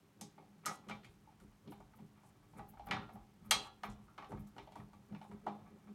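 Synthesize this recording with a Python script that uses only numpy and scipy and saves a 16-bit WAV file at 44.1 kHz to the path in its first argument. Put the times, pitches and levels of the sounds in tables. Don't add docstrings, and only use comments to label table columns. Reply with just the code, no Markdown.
import sys
import numpy as np
from scipy import signal
from scipy.fft import rfft
from scipy.io import wavfile

SR = 44100
rng = np.random.default_rng(int(sys.argv[2]) if len(sys.argv) > 2 else 0)


def transcribe(u):
    v = np.clip(np.atleast_2d(u).T, -1, 1)
    q = np.round(v * 32767).astype(np.int16)
    wavfile.write(sys.argv[1], SR, q)


def field_ratio(decibels):
    return 10 ** (np.asarray(decibels, dtype=float) / 20)


N = 262086

# frequency in Hz, relative level in dB per Hz.
ROOM_COLOUR = [(18, -37), (30, -7.5), (199, -2), (259, -13.5), (404, 1.5), (486, -22.5), (684, -11),
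               (866, -19), (988, -10.5), (1190, -15), (2750, -20.5), (13000, -34.5), (16000, -39.5)]
ROOM_DB = -72

# frequency in Hz, nominal width in Hz, relative level in dB.
TABLE_TOP_MODES = [(88, 39, -9.5), (121, 18, -4)]
TOP_LEAN_SHARE, TOP_DB = 0.36, 5.5

# start in seconds, hold in seconds, relative level in dB,
# pitch of the hiss in Hz.
FINGER_SLIPS = [(0.69, 0.066, -71, 9000), (1.096, .03, -85, 9500), (1.41, .02, -82, 9000),
                (1.71, 0.019, -72.5, 11700), (1.958, .02, -80, 12400), (2.252, 0.043, -80, 8700),
                (2.504, 0.037, -87, 8960), (2.574, 0.009, -71, 9400), (2.693, 0.0048, -64, 13900),
                (2.864, 0.006, -69.5, 13800), (3.135, .02, -78, 12000), (3.45, .02, -77.5, 12000),
                (3.552, 0.12, -72.5, 8000), (3.842, 0.014, -71, 12000), (3.9, 0.024, -74.5, 6900),
                (4.027, .03, -85.5, 9040), (4.292, .02, -81, 9000), (4.397, .01, -74.5, 12000),
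                (4.475, .01, -81, 12500), (4.767, 0.053, -85.5, 10200), (5.22, .11, -86, 8800)]
SLIP_RISE_DB_PER_S, SLIP_FALL_DB_PER_S = 1496.5, 702
SKIN_DB = -95
SLIP_DB_PER_OCTAVE = 21

# time in seconds, relative grip on the handle in dB,
# relative weight on the table in dB.
HAND_REST = [(0.0, -68, -91), (0.96, -59, -81), (1.42, -72.5, -73), (1.85, -65, -77.5),
             (2.28, -66.5, -75.5), (2.84, -63, -65), (3.24, -64, -83), (3.62, -65.5, -74.5),
             (4.8, -65.5, -76.5), (5.94, -59.5, -83)]
GRIP_PUSH_DB, GRIP_FLEX_DB = -1.5, -9

# start in seconds, hold in seconds, relative push on the box in dB,
# relative flexing of the cover in dB, relative lean on the table in dB.
HAND_PUSHES = [(0.215, 0.0094, -50, -54, -83), (0.38, 0.018, -71, -62.5, -79),
               (0.672, 0.0055, -48, -49.5, -87), (0.757, 0.033, -59, -75, -83),
               (0.893, 0.017, -44.5, -49, -67), (1.048, 0.018, -54, -71, -69),
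               (1.419, 0.013, -55.5, -61.5, -66), (1.682, 0.0067, -46, -51, -69),
               (1.79, 0.017, -61.5, -66, -63), (1.971, 0.051, -54.5, -65, -81),
               (2.571, 0.034, -52.5, -56, -58.5), (2.696, 0.053, -61.5, -75, -65),
               (2.895, 0.042, -43.5, -48.5, -56.5), (2.984, 0.027, -49, -56.5, -63),
               (3.124, .04, -56.5, -63.5, -63), (3.406, 0.052, -55.5, -83, -65),
               (3.509, 0.056, -53.5, -53.5, -64), (3.59, 0.033, -66, -59.5, -60),
               (3.854, 0.019, -51, -53.5, -56.5), (3.889, 0.012, -56.5, -65, -52),
               (3.991, .02, -61.5, -75, -70), (4.18, 0.029, -60.5, -62.5, -77), (4.316, .02, -47, -48, -51),
               (4.376, 0.023, -48, -60, -60), (4.566, 0.037, -63, -56.5, -67),
               (4.763, 0.046, -54.5, -61, -66.5), (4.936, 0.018, -63.5, -74.5, -64),
               (4.98, 0.024, -64, -72, -78), (5.114, 0.019, -47, -56.5, -80.5),
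               (5.305, 0.023, -48, -57, -68.5), (5.438, 0.037, -53, -80, -78.5),
               (5.47, 0.013, -50, -47.5, -77), (5.594, 0.029, -58, -68, -77.5),
               (5.705, 0.045, -57, -62, -79.5), (5.876, 0.031, -52.5, -59.5, -81.5)]
PUSH_RISE_DB_PER_S, PUSH_FALL_DB_PER_S, LEAN_LAG_S = 451.5, 263.5, .025

# frequency in Hz, nominal width in Hz, relative level in dB.
WALL_MODES = [(158.8, 8, -4.5), (207.2, 9.7, 1)]

# frequency in Hz, nominal width in Hz, relative level in dB.
COVER_MODES = [(297.5, 12, -2.5), (342.7, 30, -8), (405.4, 15, -3), (530, 56, -9)]

# letting go in seconds, hold before it in seconds,
# relative level in dB.
THREAD_BINDS = [(0.02, 0.033, -67), (0.653, .012, -57), (0.913, 0.0071, -41), (1.43, .03, -59.5),
                (1.686, .02, -57), (1.88, .015, -72), (2.29, 0.11, -60), (2.512, .015, -63),
                (2.578, 0.0069, -44), (2.89, 0.032, -49), (3.33, 0.045, -70), (3.49, .012, -48.5),
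                (3.663, 0.11, -46.5), (3.89, .02, -54), (3.841, 0.035, -54.5), (4.218, .18, -64),
                (4.53, 0.057, -60.5), (4.704, 0.039, -69), (5.142, 0.013, -52.5), (5.94, 0.51, -58.5)]
BIND_RISE_DB_PER_S, BIND_FALL_DB_PER_S = 354.5, 697
THREAD_DB = -69

# frequency in Hz, relative level in dB, time to fall 60 dB in seconds.
BOX_MODES = [(648, -15, 0.25), (713, -14, 0.22), (763.7, -7.5, 0.24), (816.4, -8, 0.21),
             (877.4, -5.5, 0.12), (924.7, -11.5, 0.13), (1056, -14, 0.24), (1150, -3, 0.15),
             (1255.6, -6.5, 0.18), (1290, -7, 0.13), (1380, -15, 0.35), (1548, -14, 0.24),
             (1690, -11, 0.24), (1851, -13, 0.19), (1960, -12, 0.29), (2164, -4, 0.16), (2330, 0, 0.12),
             (2455, -6, .2), (2578, -7.5, 0.11), (3150, -19, 0.18), (3190, -8.5, 0.14), (3280, -7.5, 0.22),
             (3386, -7, 0.1), (3626, -4.5, 0.3), (3750, -7.5, .13), (4046, -8, 0.31), (4160, -9, 0.12),
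             (4190, -15, 0.14), (5270, -7.5, 0.19), (5480, -26.5, .12)]

# frequency in Hz, relative level in dB,
# time to fall 60 dB in seconds.
TAIL_BANDS = [(300, -7, 0.46), (605, -10.5, 0.47), (1030, -15, 0.47), (1722, -8.5, 0.09), (2850, -8, 0.39),
              (4400, -2.5, 0.28), (7360, -6, .22), (13110, -6.5, 0.11)]

# start in seconds, relative levels in dB at 800, 1400 and
# 3000 Hz, pitch that rings most in Hz.
BLADE_KNOCKS = [(0.21, -49.5, -56, -56.5, 838), (0.379, -43.5, -64, -71.5, 2140), (0.4, -64, -72, -82, 780),
                (0.425, -56, -78, -78, 790), (0.651, -58, -46, -55, 1960), (0.659, -36.5, -34, -50, 1290),
                (0.678, -42, -35, -52, 1960), (0.692, -39, -43.5, -62, 1290), (0.71, -44, -50, -58, 755),
                (0.886, -61, -51, -52, 1260), (0.896, -38, -49.5, -49, 1240), (0.908, -43, -42, -51, 2330),
                (1.032, -72, -62, -63, 1960), (1.044, -72, -55.5, -58, 2360), (1.053, -57, -65, -72, 3386),
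                (1.272, -51, -72, -89, 870), (1.315, -62, -75, -79, 867), (1.399, -69, -63, -73, 1390),
                (1.674, -55, -74, -60, 1260), (1.719, -50, -56, -61.5, 810), (1.802, -50.5, -61, -75, 762),
                (1.933, -62, -57, -78, 886), (1.987, -56, -67, -69, 800), (2.233, -54, -81, -81, 1160),
                (2.533, -53.5, -77, -73, 880), (2.591, -41, -50, -63, 795), (2.733, -52, -65, -81, 875),
                (2.771, -55.5, -54, -75, 840), (2.794, -43.5, -68, -63, 810), (2.868, -43, -51, -61.5, 820),
                (2.884, -63, -50, -58.5, 754), (2.909, -33, -29, -34, 1960),
                (2.933, -35.5, -36, -47.5, 774), (2.965, -40, -36, -58, 1870), (3.02, -53, -47, -63, 1400),
                (3.089, -46, -52, -67, 724), (3.154, -47.5, -56.5, -72, 796),
                (3.509, -24.5, -23.5, -25.5, 3220), (3.516, -32, -31.5, -29.5, 4046),
                (3.833, -32.5, -34.5, -46.5, 1430), (3.899, -60.5, -72, -66, 783),
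                (4.079, -59, -57, -88.5, 1370), (4.178, -40.5, -41.5, -53, 1010),
                (4.222, -43, -47.5, -61.5, 1110), (4.244, -54.5, -54, -59.5, 764),
                (4.306, -46, -59, -72, 713), (4.317, -38.5, -48.5, -66.5, 934),
                (4.344, -50, -58, -80, 1153), (4.373, -61, -54, -70, 626), (4.563, -51, -56, -69, 830),
                (4.58, -42, -50, -52, 910), (4.672, -45, -66, -67, 665), (4.72, -51, -69, -62, 740),
                (4.754, -40, -54.5, -61.5, 1100), (4.774, -64, -72, -66.5, 846),
                (4.799, -50, -55.5, -69, 1190), (4.931, -51.5, -63.5, -68.5, 1145),
                (5.122, -51, -65, -70, 642), (5.147, -47.5, -53, -61, 2520), (5.213, -46, -57, -61.5, 876),
                (5.24, -46, -64, -73, 1056), (5.312, -52.5, -52.5, -67.5, 793),
                (5.464, -27.5, -40.5, -57.5, 913), (5.477, -38.5, -54.5, -56, 918)]
KNOCK_TREBLE_DB = -17

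# start in seconds, relative level at 7500 Hz in dB.
EDGE_TICKS = [(0.21, -43), (0.658, -32.5), (0.884, -61), (0.895, -56), (1.045, -67), (1.049, -65),
              (1.139, -73), (1.4, -67.5), (1.802, -74), (2.233, -73), (3.509, -22), (3.834, -58.5),
              (3.899, -64), (4.178, -72), (4.317, -67), (4.47, -66), (4.563, -71.5), (4.72, -68.5),
              (4.756, -64), (4.932, -72.5), (5.464, -70)]
TICK_MID_DB, TICK_LOW_DB = -15.5, -44.5
TICK_HZ = 5930

COLOUR_HZ = [400, 800, 1400, 3000, 7500, 16000]


def rms_one(x):
    return x / np.sqrt(np.mean(x ** 2) + 1e-20)


def at_hz(hz, points_hz, values):
    return np.interp(np.log(hz), np.log(points_hz), values)


def band(x, low_hz, high_hz):
    return signal.sosfilt(signal.butter(2, [low_hz, high_hz], "band", fs=SR, output="sos"), x)


def ring(force, hz, t60):
    radius = field_ratio(-60 / (t60 * SR))
    turn = 2 * np.pi * hz / SR
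    return signal.lfilter([0, np.sin(turn)], [1, -2 * radius * np.cos(turn), radius * radius], force + 1e-18)


def grains(per_s, spread_db):
    sizes = field_ratio(spread_db * np.minimum(rng.exponential(1, N), 5)) * rng.choice([-1, 1], N)
    return rms_one(sizes * (rng.random(N) < per_s / SR))


def swells(start, hold, db, rise_db_per_s, fall_db_per_s, rest_db):
    t, power = np.arange(0, N, 64) / SR, 0
    for s, length, top_db in zip(start, hold, db):
        rise_db = rise_db_per_s * np.maximum(s - t, 0)
        fall_db = fall_db_per_s * np.maximum(t - s - length, 0)
        power = power + field_ratio(2 * (top_db - rise_db - fall_db))
    return 10 * np.log10(np.interp(np.arange(N) / SR, t, power) + field_ratio(2 * rest_db))


def shaken(resonances, level_db, shove):
    driven, out = field_ratio(level_db) * shove, 0
    for k, (hz, width, db) in enumerate(resonances):
        evened = field_ratio(db - 4) / np.std(ring(shove, hz, 2.3 / width))
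        out = out + (-1) ** k * evened * ring(driven, hz, 2.14 / width)
    return out


def room_tone():
    white, out = rng.standard_normal((2, N)), 0
    edges = 25 * 2 ** np.arange(0, 9.6, .5)
    for k, (low, high) in enumerate(zip(edges, edges[1:])):
        level_db = at_hz(np.sqrt(low * high), *np.transpose(ROOM_COLOUR))
        out = out + field_ratio(level_db) * band(white[k % 2], low, high)
    return field_ratio(ROOM_DB) * rms_one(out)


def table(lean_db):
    white = rng.standard_normal(N)
    return band(field_ratio(lean_db) * white, 30, 65) / np.std(band(white, 34, 70))


def fingers():
    s, hold, db, pitch_hz = np.transpose(FINGER_SLIPS)
    skin, out = grains(3000, spread_db=3.5), 0
    edges = 4500 * 2 ** np.arange(0, 2.1, 1 / 3)
    for low, high in zip(edges, edges[1:]):
        near_db = db - SLIP_DB_PER_OCTAVE * abs(np.log2(np.sqrt(low * high) / pitch_hz))
        level_db = swells(s, hold, near_db, SLIP_RISE_DB_PER_S, SLIP_FALL_DB_PER_S, SKIN_DB)
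        out = field_ratio(level_db) * rms_one(band(skin, low, high)) - out
    return out


def hand_levels():
    s, *columns = np.transpose(HAND_REST)
    grip_db, weight_db = [np.interp(np.arange(N) / SR, s, c) for c in columns]
    s, hold, push, flex, lean = np.transpose(HAND_PUSHES)
    pace = PUSH_RISE_DB_PER_S, PUSH_FALL_DB_PER_S
    push_db = swells(s, hold, push, *pace, grip_db + GRIP_PUSH_DB)
    flex_db = swells(s, hold, flex, *pace, grip_db + GRIP_FLEX_DB)
    lean_db = swells(s + LEAN_LAG_S, hold, lean, *pace, weight_db)
    return push_db, flex_db, lean_db


def thread_grind():
    s, hold, db = np.transpose(THREAD_BINDS)
    grind_db = swells(s - hold, hold, db, BIND_RISE_DB_PER_S, BIND_FALL_DB_PER_S, THREAD_DB)
    return field_ratio(grind_db - 31.0) * band(grains(300, spread_db=5.5), 460, 1490)


def box(force, grind):
    out = 0
    for hz, db, t60 in BOX_MODES:
        drive = band(force(hz, evened=True) + grind, hz / 1.315, hz * 1.47)
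        out = out + field_ratio(db - 8) * ring(drive, hz, t60)
    return out


def tail(force, crack_db, tail_db):
    out, t = 0, np.arange(SR // 2) / SR
    edges = 280 * 2 ** np.arange(0, 5.9, 1 / 3)
    tail_hz, colour_db, t60s = np.transpose(TAIL_BANDS)
    for low, high in zip(edges, edges[1:]):
        hz = np.sqrt(low * high)
        answer = field_ratio(tail_db - 60 * t / at_hz(hz, tail_hz, t60s)) * rng.standard_normal(len(t))
        answer[0] += field_ratio(crack_db)
        answer = band(answer, low, high)
        answer = band(answer, low / 1.24, min(high * 1.215, .45 * SR)) * np.sqrt(SR / hz)
        out = out + field_ratio(at_hz(hz, tail_hz, colour_db)) * signal.fftconvolve(force(hz), answer)[:N]
    return out


def knock_force(bass_db, treble_db, chatter_ms, favour_db):
    contacts = [(s, low, mid, high, high + KNOCK_TREBLE_DB, hz) for s, low, mid, high, hz in BLADE_KNOCKS]
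    contacts += [(s, db + TICK_LOW_DB, db + TICK_LOW_DB, db + TICK_MID_DB, db, TICK_HZ)
                 for s, db in EDGE_TICKS]
    s, *levels_db, favoured_hz = np.transpose(contacts)
    colours = np.transpose([levels_db[0] + bass_db, *levels_db, levels_db[-1] + treble_db])
    length = 2500
    step = np.arange(length)
    age = step / (chatter_ms * SR / 1000)
    brightness_db = np.max(levels_db[2:], axis=0) - levels_db[0]
    suddenness = np.clip(13.0 * field_ratio(brightness_db + 16.0), 4.0, 300)
    swell = 1 - np.exp(-suddenness[:, None] * age)
    chatter = rng.standard_normal((len(s), length)) ** 3 * swell * np.exp(-age)
    chatter /= np.sqrt(np.sum(chatter ** 2, axis=1, keepdims=True))
    at = (s * SR).astype(int)[:, None] + step
    power = abs(rfft(chatter)) ** 2
    bin_hz = np.arange(length // 2 + 1) * SR / length

    def near(hz, evened=False):
        gains = field_ratio([at_hz(hz, COLOUR_HZ, colour) for colour in colours])
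        closeness = np.exp(-(np.log2(hz / favoured_hz) / .09) ** 2)
        gains = gains * field_ratio(favour_db * (1 if evened else .4) * closeness)
        if evened:
            gains = gains / np.maximum(abs(chatter @ np.exp(-2j * np.pi * hz * step / SR)), .5)
        else:
            nearby = (bin_hz > hz / 1.15) & (bin_hz < hz * 1.15)
            gains = gains / np.sqrt(power[:, nearby].mean(axis=1))
        return np.bincount(at.ravel(), (chatter * gains[:, None]).ravel(), N + length)[:N]
    return near


def scene():
    push_db, flex_db, lean_db = hand_levels()
    top_db = TOP_DB + TOP_LEAN_SHARE * lean_db + (1 - TOP_LEAN_SHARE) * push_db
    shove = grains(1500, spread_db=3.0)
    background = room_tone() + table(lean_db) + shaken(TABLE_TOP_MODES, top_db, shove)
    force = knock_force(bass_db=-19.0, treble_db=-13.0, chatter_ms=4.74, favour_db=11)
    metal = box(force, thread_grind()) + tail(force, crack_db=25.0, tail_db=-7.5)
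    metal = metal + shaken(WALL_MODES, push_db, shove) + shaken(COVER_MODES, flex_db, shove)
    return (background + fingers() + metal)[None]


def roll_off(x):
    return signal.sosfilt(signal.butter(12, 16470, fs=SR, output="sos"), x)


def record(dry):
    heard = signal.sosfilt(signal.butter(4, 36, "high", fs=SR, output="sos"), dry)
    return roll_off(heard)


dry = scene()
out = record(dry)
transcribe(out)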